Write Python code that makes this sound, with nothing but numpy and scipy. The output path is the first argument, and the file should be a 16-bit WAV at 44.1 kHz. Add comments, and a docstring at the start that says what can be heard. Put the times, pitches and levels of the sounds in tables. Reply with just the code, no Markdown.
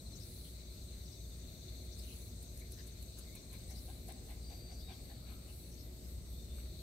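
"""A small dog: its claws tick as decaying noise bursts, its pants are puffs of resonant noise, then soft clicks.
Around it lies a quiet farmyard in late summer. Field crickets are short gliding tones, singly and massed;
a trill is a beaten tone; bush crickets are pulsed noise; far insects are fluttering bands of noise.
Birds chip and whistle in gliding tones and call hoarsely in noise.
Beneath lie a low rumble of filtered noise, a breeze and a far motor's hum of wavering tones."""
import sys
import numpy as np
from scipy import signal
from scipy.fft import rfft, irfft
from scipy.io import wavfile
from scipy.ndimage import uniform_filter1d

SR = 44100
rng = np.random.default_rng(int(sys.argv[2]) if len(sys.argv) > 2 else 0)


def inscribe(sig):
    """Save sig as 16-bit PCM at rate SR to the path in sys.argv[1].

    A 1-D sig is mono; a 2-D sig holds one channel per row.
    Samples are clipped to [-1, 1] before scaling.
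    """
    pcm = np.round(np.clip(np.atleast_2d(sig).T, -1, 1) * 32767)
    wavfile.write(sys.argv[1], SR, pcm.astype(np.int16))


N = 300762
T = np.arange(N) / SR  # time of each sample, s
HZ = np.fft.rfftfreq(N, 1 / SR)  # frequency of each spectral line, Hz
EDGE_HZ = 15780  # upper limit of the whole sound

# Spectra are relative levels per Hz; their overall level is set elsewhere.
# spectrum of the low rumble: [f/Hz, level/dB]
RUMBLE_SPECTRUM = [(12, -20), (25, -19), (35, -10), (46, 0.4), (70, 0.6), (105, -1), (145, -8.5),
                   (240, -10.5), (330, -16), (480, -20.5), (640, -21.5), (745, -29), (920, -40),
                   (1400, -60)]
# course of the rumble before a fixed gain: [t/s, level/dB]
RUMBLE_COURSE = [(0, -54), (.7, -56.5), (1.8, -54.5), (2.25, -54.5), (2.7, -55.5), (4.2, -54), (5.2, -55),
                 (6.82, -54)]
# likeness of the rumble at the two ears: [f/Hz, likeness 0-1]
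RUMBLE_LIKENESS = [(50, 0.94), (150, 0.98), (350, 0.81), (700, 0.32), (1200, 0.12)]
# a breath of wind: [t/s, level/dB]
BREEZE_COURSE = [(0, -59.5), (5.9, -69), (6.15, -53), (6.35, -56), (6.55, -48), (6.82, -58)]
# tones of the far motor: [f/Hz, level/dB, rms waver/Hz]
MOTOR_TONES = [(59.77, -52.5, 0.75), (165.5, -69, 2.12), (362, -70.5, 1.986), (372, -75.5, 0.83),
               (456.4, -79, 3.3), (621.5, -80, 7), (675, -87, 1.43)]

# spectrum of the faint hiss: [f/Hz, level/dB]
HISS_SPECTRUM = [(300, -3), (900, 2), (1350, 2.5), (1750, -0.3), (3100, 1.5), (5200, -1), (7200, 4.5),
                 (9700, -5), (14000, 3.5), (15800, -3)]
PATCH_DB = 1.4  # rms depth of the patches in the far insects and hiss
# noise bands: a faint band near 2.2 kHz that leans left, then far insect choruses: [centre f/Hz, width/Hz,
# level/dB, left-right difference/dB, rms flutter/dB]
NOISE_BANDS = [(2230, 600, -79.5, 8.5, 0.6), (4800, 1070, -75.5, -6, 3), (6030, 1340, -72, 1, 1.9),
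               (8010, 780, -71, 6.5, -0.2), (8500, 950, -69, 1.5, 1.5), (12400, 2100, -73, -2, 1.5)]

# spectrum of the mass of field crickets: [f/Hz, level/dB]
CRICKET_SPECTRUM = [(3100, -38), (3450, -3), (3750, 4), (4100, 3), (4500, 4.5), (4680, -2), (4850, -15.5)]
# course shared by the mass and the crowd, before their own gains: [t/s, level/dB]
CRICKET_COURSE = [(0, -65), (.5, -62.5), (1.0, -65), (1.9, -61.5), (2.6, -65), (3.7, -64), (4.4, -68),
                  (5.1, -65), (6.15, -67.5), (6.82, -62.5)]
# runs of near wing strokes: [first t/s, strokes, rate/(strokes per s), f/Hz, level of last stroke/dB]
NEAR_RUNS = [(0.0, 3, 14.7, 4100, -57.5), (0.246, 6, 24.5, 4080, -62), (0.563, 2, 23, 4060, -64),
             (.713, 3, 9, 4120, -61), (.77, 3, 8.6, 4070, -64), (1.036, 5, 14, 3630, -64),
             (1.02, 4, 15.5, 3950, -63.5), (1.437, 5, 16, 3630, -64.5), (1.486, 6, 15, 4080, -60.5),
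             (1.92, 5, 19.3, 4040, -60), (2.228, 2, 23, 4090, -63), (2.383, 4, 8.6, 4040, -63),
             (2.855, 6, 17, 4010, -63.5), (3.371, 4, 14.8, 4110, -60.5), (3.698, 3, 16.5, 4050, -61.5),
             (3.862, 4, 18.5, 4110, -66), (4.179, 3, 8.3, 4150, -64), (5.107, 4, 13.7, 4090, -67),
             (5.404, 3, 15, 4060, -70), (6.729, 2, 15, 4080, -66)]
SWELL_DB_PER_STROKE = 1.1
# the crowd: number of runs, gain on the shared course, pace, lowest pitch and pitch range
CROWD_COUNT, CROWD_DB = 55, -5
CROWD_PER_S, CROWD_LOW_HZ, CROWD_RANGE_HZ = 14.7, 3820, 676

# the trill: onset, attack, hold from onset, level before the beats, and fade after the hold
TRILL_START_S, TRILL_ATTACK_S, TRILL_HOLD_S = 4.39, 0.075, 0.31
TRILL_DB, TRILL_FADE_DB_PER_S = -62.5, 17
# its first pitch, sag, rms jitter of pitch, and scattered level
TRILL_HZ, TRILL_SAG_HZ_PER_S2 = 4675, 205
TRILL_JITTER_HZ, TRILL_WET_DB = 20, -8
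# its wing beats: pace, first depth, and time constant of the blurring
TRILL_BEATS_PER_S, TRILL_BEAT_DEPTH, TRILL_BLUR_S = 54, 0.97, 0.47

# rasps of a bush cricket: [start t/s, length/s, level/dB]
RASP_EVENTS = [(0.163, 0.4, -60), (1.96, 0.37, -60.5), (3.66, 0.38, -62.5), (5.39, 0.39, -64)]
# spectrum of the file's hiss: [f/Hz, level/dB]
RASP_SPECTRUM = [(7000, -15), (8200, 5), (10000, 4), (11400, -3), (12400, 8), (13000, 2), (14200, 6.5),
                 (14800, 3), (16000, 1)]
RASP_ROUNDING = .7  # exponent on the swell; less is fuller
# the wing's ringing: first and last pitch, climb time, width
RASP_FIRST_HZ, RASP_LAST_HZ, RASP_CLIMB_S, RASP_WIDTH_HZ = 7900, 10500, 0.17, 1100
RASP_RING_DB, RASP_HISS_DB = -3.5, -0.5
# the file's teeth: mean rate of clicks, and the share of the rasp they carry
RASP_TEETH_PER_S, RASP_BUZZ = 112, .7
# the very high singer: period, time of one crest, level at t = 0, growth
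WHISPER_PERIOD_S, WHISPER_AT_S = .2535, 4.565
WHISPER_DB, WHISPER_DB_PER_S = -69, 0.76
# its bands: [centre f/Hz, width/Hz, relative level/dB]
WHISPER_PARTS = [(12500, 3000, 0), (12900, 420, -2)]
# a far insect's shimmer: [t/s, level/dB]
SHIMMER_COURSE = [(0, -76), (.6, -76), (.9, -72), (3.2, -72), (3.7, -78), (6.82, -91)]

# chips of a far bird, before the gain of each note: [t/s, level/dB]
CHIP_EVENTS = [(.155, -53.5), (1.075, -56), (1.935, -55.5), (2.735, -56.5), (3.712, -54.5), (4.735, -57.5),
               (5.735, -56.5)]
# the two rising notes of a chip: [delay/s, middle f/Hz, rise/Hz, length/s, relative level/dB]
CHIP_PAIR = [(0, 6000, 1495, 0.055, -8.5), (0.062, 4955, 1103, 0.055, -6.5)]
CHIP_ROUGH_HZ, CHIP_BREAKUP_DB = 560, 5  # rms scatter of pitch; bound of the uneven level
# thin whistles: [start t/s, length/s, first f/Hz, middle f/Hz, last f/Hz, level/dB]
WHISTLE_EVENTS = [(3.252, 0.12, 2106, 2120, 2380, -76), (4.804, 0.14, 3390, 3810, 3170, -66.5),
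                  (6.332, 0.12, 3510, 3630, 3650, -71), (6.482, .085, 3520, 3560, 3690, -70)]
WHISTLE_GROWTH_DB = 1  # rise over one whistle
# hoarse calls: [middle t/s, length/s, f/Hz, width/Hz, level/dB]
CAW_EVENTS = [(0.465, 0.07, 3300, 900, -69.5), (2.103, 0.19, 2850, 900, -68),
              (5.335, 0.48, 1290, 300, -77.5)]
CAW_FLUTTER_DB = 1.8

# soft clicks, perhaps the dog licking its lips: [t/s, f/Hz, level/dB]
SMACK_EVENTS = [(6.584, 1660, -61), (6.6, 2200, -61), (6.633, 2200, -68), (6.657, 2200, -66.5)]
SMACK_WIDTH_HZ, SMACK_DECAY_S = 1500, 0.0055
# claws ticking on asphalt: [t/s, level/dB]
CLAW_TICKS = [(1.6996, -54), (1.85, -55), (1.9928, -50), (2.1395, -54), (2.142, -54), (2.4216, -53),
              (2.4274, -48), (2.431, -51), (2.5749, -46), (2.5846, -54), (2.5943, -52), (2.5971, -51),
              (2.719, -50), (2.7218, -45), (2.8696, -52), (2.8756, -51), (2.8786, -52), (3.0247, -51),
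              (3.0275, -46), (3.188, -51), (3.1936, -48), (3.3532, -44.5), (3.357, -46), (3.5298, -48.5),
              (3.5358, -49), (3.7035, -55), (4.0859, -51), (4.0909, -52), (4.1226, -43), (4.3118, -53)]
# paws scuffing the grit: [t/s, level/dB]
PAW_SCUFFS = [(1.85, -61), (1.993, -57), (2.429, -62), (2.578, -62), (2.599, -61), (2.724, -57),
              (2.876, -58), (3.027, -60), (3.191, -56), (3.356, -60), (3.532, -60), (3.707, -58),
              (4.087, -56.5), (4.311, -62)]
# spectrum of ticks and scuffs: [f/Hz, level/dB]
CLAW_SPECTRUM = [(2000, -19), (6000, -10), (8000, -0.5), (9500, 1), (11000, 0), (13000, -1), (16000, -12)]
TICK_DECAY_S, SCUFF_S = 0.0013, 0.015
# pants: [middle t/s, length/s, mouth level/dB, mouth f/Hz, open throat level/dB, low throat level/dB]
PANT_EVENTS = [(2.622, 0.036, -67, 2200, -77, -87), (2.798, 0.06, -67, 1860, -65, -88),
               (3.194, 0.074, -75, 1300, -66, -85), (3.366, 0.059, -66, 2360, -65.5, -78),
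               (3.542, 0.066, -66.5, 2260, -63.5, -69), (3.717, 0.071, -69.5, 2040, -68.5, -65),
               (3.899, 0.067, -81, 2350, -64, -61.5), (4.104, 0.059, -68.5, 2140, -59.5, -54.5),
               (4.311, 0.079, -69, 2120, -62.5, -63), (4.52, 0.087, -68.5, 2220, -65.5, -62.5),
               (4.72, 0.077, -75, 2200, -68, -63.5), (4.911, 0.08, -66.5, 2380, -59.5, -62),
               (5.111, 0.063, -73, 1780, -67.5, -63), (5.302, 0.12, -70, 2350, -65, -71),
               (5.5, .06, -71, 2770, -71, -69)]
# resonances of the open throat: [f/Hz, width/Hz, relative level/dB]
THROAT_RESONANCES = [(1040, 130, -3), (1590, 240, -6.5), (2740, 710, -11), (3970, 1140, -4)]
LOW_THROAT_HZ, LOW_THROAT_WIDTH_HZ = 749, 148
MOUTH_WIDTH_HZ = 390


def amp(db):
    """Logarithmic level: decibels become an amplitude ratio."""
    return 10 ** (np.asarray(db) / 20)


def evened(x):
    """Normalisation: the signal is scaled to an rms of one."""
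    return x / np.sqrt(np.mean(x ** 2) + 1e-20)


def read(points):
    """Interpolation on logarithmic frequency: a few points become a full spectrum."""
    f, value = np.transpose(points)
    return np.interp(np.log(HZ + 1), np.log(f), value)


def curve(rows):
    """Linear interpolation in time: a few points become a value at every sample."""
    return np.interp(T, *np.transpose(rows))


def band(hz, width):
    """Gaussian band-pass: the response falls smoothly on both sides of its centre."""
    return np.exp(-2 * ((HZ - hz) / width) ** 2)


def drift(rate):
    """Low-passed chance: white noise below about the given rate makes a slow walk of unit rms."""
    return evened(irfft(rfft(rng.standard_normal(N)) * np.exp(-(HZ / rate) ** 2), N))


def pan(db):
    """Interaural level difference: positive values favour the left channel."""
    return amp([[db / 2], [-db / 2]])


def noise(shape, same=0):
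    """Partial coherence: two filtered noises share a given part of their spectrum."""
    a, b = rfft(rng.standard_normal((2, N)))
    same = np.clip(same, -1, 1)
    right = same * a + np.sqrt(1 - same ** 2) * b
    return evened(irfft(np.array([a, right]) * shape, N))


def swell(middle, length):
    """Half-cosine envelope: a smooth rise and fall about its middle."""
    return np.cos(np.pi * np.clip((T - middle) / length, -.5, .5))


def yard(x, wet_db, t60):
    """Reverberation: sparse decaying echoes of walls and ground, independent at each ear."""
    t = np.arange(SR // 2) / SR
    echoes = rng.standard_normal((2, len(t))) * (rng.random((2, len(t))) < .05)
    taps = echoes * amp(-60 * t / t60)
    taps *= amp(wet_db) / np.linalg.norm(taps, axis=1, keepdims=True)
    taps[:, 0] += 1  # direct sound
    wet = signal.fftconvolve(np.atleast_2d(x), taps, axes=1)[:, :N]
    return wet / np.sqrt(1 + amp(wet_db) ** 2)


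def rumble():
    """Low-frequency coherence: far traffic is alike at both ears at the bottom; a light breeze joins it."""
    tilt = read([(60, 0.71), (300, 1.8), (450, 3.3), (650, 4.3)])  # left-right difference, dB
    side = amp(np.array([[.5], [-.5]]) * tilt)
    traffic = noise(amp(read(RUMBLE_SPECTRUM)) * side, read(RUMBLE_LIKENESS))
    traffic = traffic * amp(curve(RUMBLE_COURSE) + 3)
    breeze = noise(band(60.6, 29), same=0.98) * amp(curve(BREEZE_COURSE)) * pan(0.73)
    return traffic + breeze


def motor():
    """Additive synthesis: a deep hum and weak overtones waver in level and frequency."""
    tones = 0
    for hz, db, waver in MOTOR_TONES:
        level = amp(db + 1.66 * drift(3.8))
        turns = np.cumsum(hz + waver * drift(5.3)) / SR
        tones = tones + level * np.sin(2 * np.pi * turns)
    return np.sqrt(2) * tones * pan(1.5)


def patchy(x, depth_db):
    """Time-frequency modulation: patches of the spectrum swell and sink by chance."""
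    z = signal.stft(x, nperseg=512)[2]
    field = uniform_filter1d(rng.standard_normal(z.shape[1:]), size=6, axis=0)  # along frequency
    field = uniform_filter1d(field, size=18, axis=1)  # along time
    return signal.istft(z * amp(depth_db * evened(field)), nperseg=512)[1][:, :N]


def far_insects():
    """Incoherent summation: countless far singers melt into fluttering noise bands over a hiss, joined by a
    faint left-leaning band near 2.2 kHz."""
    bands = 0
    for hz, width, db, side_db, flutter in NOISE_BANDS:
        bands = bands + noise(band(hz, width)) * amp(db + flutter * drift(7.2)) * pan(side_db)
    tilt = read([(1000, 0.0), (2800, 7.0), (6000, 2.5), (10000, 0.0)])  # left-right difference, dB
    side = amp(np.array([[.5], [-.5]]) * tilt)
    hiss = noise(amp(read(HISS_SPECTRUM)) * side) * amp(-65.5)
    return patchy(bands + hiss, depth_db=PATCH_DB)


def stroke(s, hz, glide_hz, length, rough_hz=0):
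    """Frequency modulation: a short tone glides through its middle pitch, with optional jitter."""
    near = slice(max(round((s - length / 2) * SR), 0), max(round((s + length / 2) * SR), 1))
    t, out = T[near] - s, np.zeros(N)
    jitter = evened(uniform_filter1d(rng.standard_normal(4096), size=24))[:len(t)]
    turns = np.cumsum(hz + glide_hz * t / length + rough_hz * jitter) / SR
    out[near] = np.sqrt(2) * np.cos(np.pi * t / length) * np.sin(2 * np.pi * turns)
    return out


def cricket_run(s, count, rate, hz, db):
    """Stridulation: evenly spaced wing strokes swell to the last; each sinks as the wings slow."""
    last = max(round(count), 1) - 1
    out = 0
    for k in range(last + 1):
        pitch = hz + 20 * rng.standard_normal()
        tone = stroke(s + k / rate, hz=pitch, glide_hz=-320, length=0.03, rough_hz=30.0)
        out = out + amp(db - SWELL_DB_PER_STROKE * (last - k)) * tone
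    return out


def field_crickets():
    """Superposition: near crickets stand out of a random crowd and a throbbing far mass of noise."""
    near = yard(sum(cricket_run(*run) for run in NEAR_RUNS), wet_db=-11, t60=.2)
    crowd = 0
    for when, high in rng.random((CROWD_COUNT, 2)):
        hz = CROWD_LOW_HZ + CROWD_RANGE_HZ * high
        crowd = crowd + cricket_run(when * T[-1], count=5, rate=CROWD_PER_S, hz=hz, db=CROWD_DB)
    crowd = yard(crowd, wet_db=-3, t60=.2) * amp(curve(CRICKET_COURSE))
    throb = amp(curve(CRICKET_COURSE) - 0.5 + 1.26 * drift(25))
    mass = noise(amp(read(CRICKET_SPECTRUM))) * throb
    return (near + crowd) * pan(5.9) + mass * pan(7.5)


def trill():
    """Amplitude modulation: fast wing beats blur while the tone sags in pitch, then fades."""
    age = np.maximum(T - TRILL_START_S, 0)
    fade_db = TRILL_FADE_DB_PER_S * np.maximum(age - TRILL_HOLD_S, 0)
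    level = np.minimum(age / TRILL_ATTACK_S, 1) * amp(TRILL_DB - fade_db)
    beat_turns = np.cumsum(TRILL_BEATS_PER_S + 1.3 * drift(7.3)) / SR
    depth = TRILL_BEAT_DEPTH * np.exp(-age / TRILL_BLUR_S)
    beats = 1 + depth * np.cos(2 * np.pi * beat_turns)
    hz = TRILL_HZ - TRILL_SAG_HZ_PER_S2 * age ** 2 + TRILL_JITTER_HZ * drift(99)
    tone = np.sin(2 * np.pi * np.cumsum(hz) / SR)
    return yard(tone * beats * level, wet_db=TRILL_WET_DB, t60=0.38) * pan(3.7)


def resonate(x, hz, width):
    """Heterodyne resonance: a double pole at zero frequency is shifted to follow the curve hz."""
    turn = np.exp(2j * np.pi * np.cumsum(hz) / SR)
    r = np.exp(-np.pi * width / SR)
    return evened((turn * signal.lfilter([1], np.poly([r, r]), x / turn)).real)


def rasps():
    """Forced resonance: a file's teeth buzz against a wing whose ringing climbs as the stroke speeds up."""
    level, age = 0, 0
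    for s, length, db in RASP_EVENTS:
        level = level + amp(db) * swell(s + length / 2, length) ** RASP_ROUNDING
        age = age + (T - s) * ((T >= s) & (T < s + length))
    climb = np.sin(np.pi / 2 * np.minimum(age / RASP_CLIMB_S, 1)) ** 2
    hz = RASP_FIRST_HZ + (RASP_LAST_HZ - RASP_FIRST_HZ) * climb
    tooth = np.cumsum(RASP_TEETH_PER_S + 8 * drift(20)) / SR % 1  # phase between teeth
    teeth = evened(1 - RASP_BUZZ + RASP_BUZZ * np.exp(-tooth / .25))
    ring = resonate(noise(1) * teeth, hz, RASP_WIDTH_HZ) * amp(RASP_RING_DB)
    hiss = noise(amp(read(RASP_SPECTRUM))) * np.sqrt(teeth) * amp(RASP_HISS_DB)
    return (ring + hiss) * level * pan(.3)


def whisper():
    """Periodic modulation: very high noise swells at a steady pace and slowly grows."""
    swells = (.5 + .5 * np.cos(2 * np.pi * (T - WHISPER_AT_S) / WHISPER_PERIOD_S)) ** 1.5
    shape = sum(amp(db) * band(hz, width) for hz, width, db in WHISPER_PARTS)
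    return noise(shape) * swells * amp(WHISPER_DB + WHISPER_DB_PER_S * T)


def shimmer():
    """Random modulation: the level of one noise band flickers by chance."""
    return noise(band(6380, 1000)) * amp(curve(SHIMMER_COURSE) + 3.0 * drift(30)) * pan(9.3)


def bush_crickets():
    """Superposition of three singers: one rasps, one whispers very high, one shimmers."""
    return rasps() + whisper() + shimmer()


def bird_chips():
    """Frequency glides: pairs of rough rising notes break up in level."""
    chips = 0
    for s, db in CHIP_EVENTS:
        for delay, hz, rise, length, note_db in CHIP_PAIR:
            pitch = hz * rng.uniform(.98, 1.02)
            note = stroke(s + delay, pitch, rise, length, rough_hz=CHIP_ROUGH_HZ)
            chips = chips + amp(db + note_db) * note
    breakup = evened(amp(CHIP_BREAKUP_DB * np.tanh(drift(130))))
    return yard(chips, wet_db=2, t60=.14) * breakup


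def bird_whistles():
    """Near-sinusoidal tones: each pitch follows a parabola with jitter and grows towards its end."""
    whistles = np.zeros(N)
    for s, length, first, middle, last, db in WHISTLE_EVENTS:
        path = np.polyfit([0, .5, 1], [first, middle, last], 2)
        hz = np.polyval(path, np.clip((T - s) / length, 0, 1))
        growth = amp(WHISTLE_GROWTH_DB * np.clip((T - s) / length - .5, -.5, .5))
        level = np.sqrt(2) * amp(db) * swell(s + length / 2, length) ** .3 * growth
        whistles += level * np.sin(2 * np.pi * np.cumsum(hz + 38 * drift(140)) / SR)
    return yard(whistles * amp(2.5 * drift(70) - 1), wet_db=-12, t60=.2)


def bird_caws():
    """Band-limited noise: hoarse calls swell, fall and flutter."""
    caws = 0
    for s, length, hz, width, db in CAW_EVENTS:
        caws = caws + noise(band(hz, width)) * amp(db) * swell(s, length)
    return caws * amp(CAW_FLUTTER_DB * drift(60))


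def birds():
    """Superposition in one direction: chips, hoarse calls and whistles lie to the left."""
    return (bird_chips() + bird_caws() + bird_whistles()) * pan(11.6)


def smacks():
    """Impulsive excitation: small, dull bursts of noise start abruptly and die at once."""
    clicks = 0
    for s, hz, db in SMACK_EVENTS:
        decay = (T >= s) * np.exp(-abs(T - s) / SMACK_DECAY_S)
        clicks = clicks + noise(band(hz, SMACK_WIDTH_HZ), same=0.47) * amp(db) * decay
    return clicks * pan(5)


def claws():
    """Impact and friction: claws tick as abrupt noise on asphalt, and paws scuff as sparse grains of grit."""
    ticks = sum(amp(db) * (T >= s) * np.exp(-abs(T - s) / TICK_DECAY_S) for s, db in CLAW_TICKS)
    scuffs = sum(amp(db) * np.exp(-abs(T - s) / SCUFF_S) for s, db in PAW_SCUFFS)
    grit = evened(rng.standard_normal((2, N)) * (rng.random(N) < .05))
    contact = noise(1, same=0.36) * ticks + grit * scuffs
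    colour = evened(amp(read(CLAW_SPECTRUM)))
    return irfft(rfft(contact) * colour, N) * pan(0.45)


def panting():
    """Source and filter: puffs of turbulent air excite a changing mouth, an open throat and a low throat."""
    low_throat = noise(band(LOW_THROAT_HZ, LOW_THROAT_WIDTH_HZ), same=0.48) * pan(3.8)
    shape = sum(amp(db) / (1 + (2 * (HZ - hz) / width) ** 2) for hz, width, db in THROAT_RESONANCES)
    open_throat = noise(shape, same=0.2) * pan(5.4)
    out = np.zeros((2, N))
    for s, length, mouth_db, mouth_hz, throat_db, low_db in PANT_EVENTS:
        mouth = noise(band(mouth_hz, MOUTH_WIDTH_HZ), same=0.23) * pan(8.4)
        puff = amp(low_db) * low_throat + amp(mouth_db) * mouth + amp(throat_db) * open_throat
        out += swell(s, length) ** 1.33 * puff
    return yard(out, wet_db=-6.5, t60=0.76)


def scene():
    """Linear superposition: the pressures of all sources in the yard add."""
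    background = rumble() + motor() + far_insects()
    singers = field_crickets() + trill() + bush_crickets() + birds()
    dog = smacks() + claws() + panting()
    return background + singers + dog


def record(dry):
    """Band limitation: a linear-phase low-pass removes what lies above the edge."""
    lowpass = signal.firwin(1023, EDGE_HZ, window=("kaiser", 9), fs=SR)
    return signal.oaconvolve(dry, lowpass[None], "same")


dry = scene()
out = record(dry)
inscribe(out)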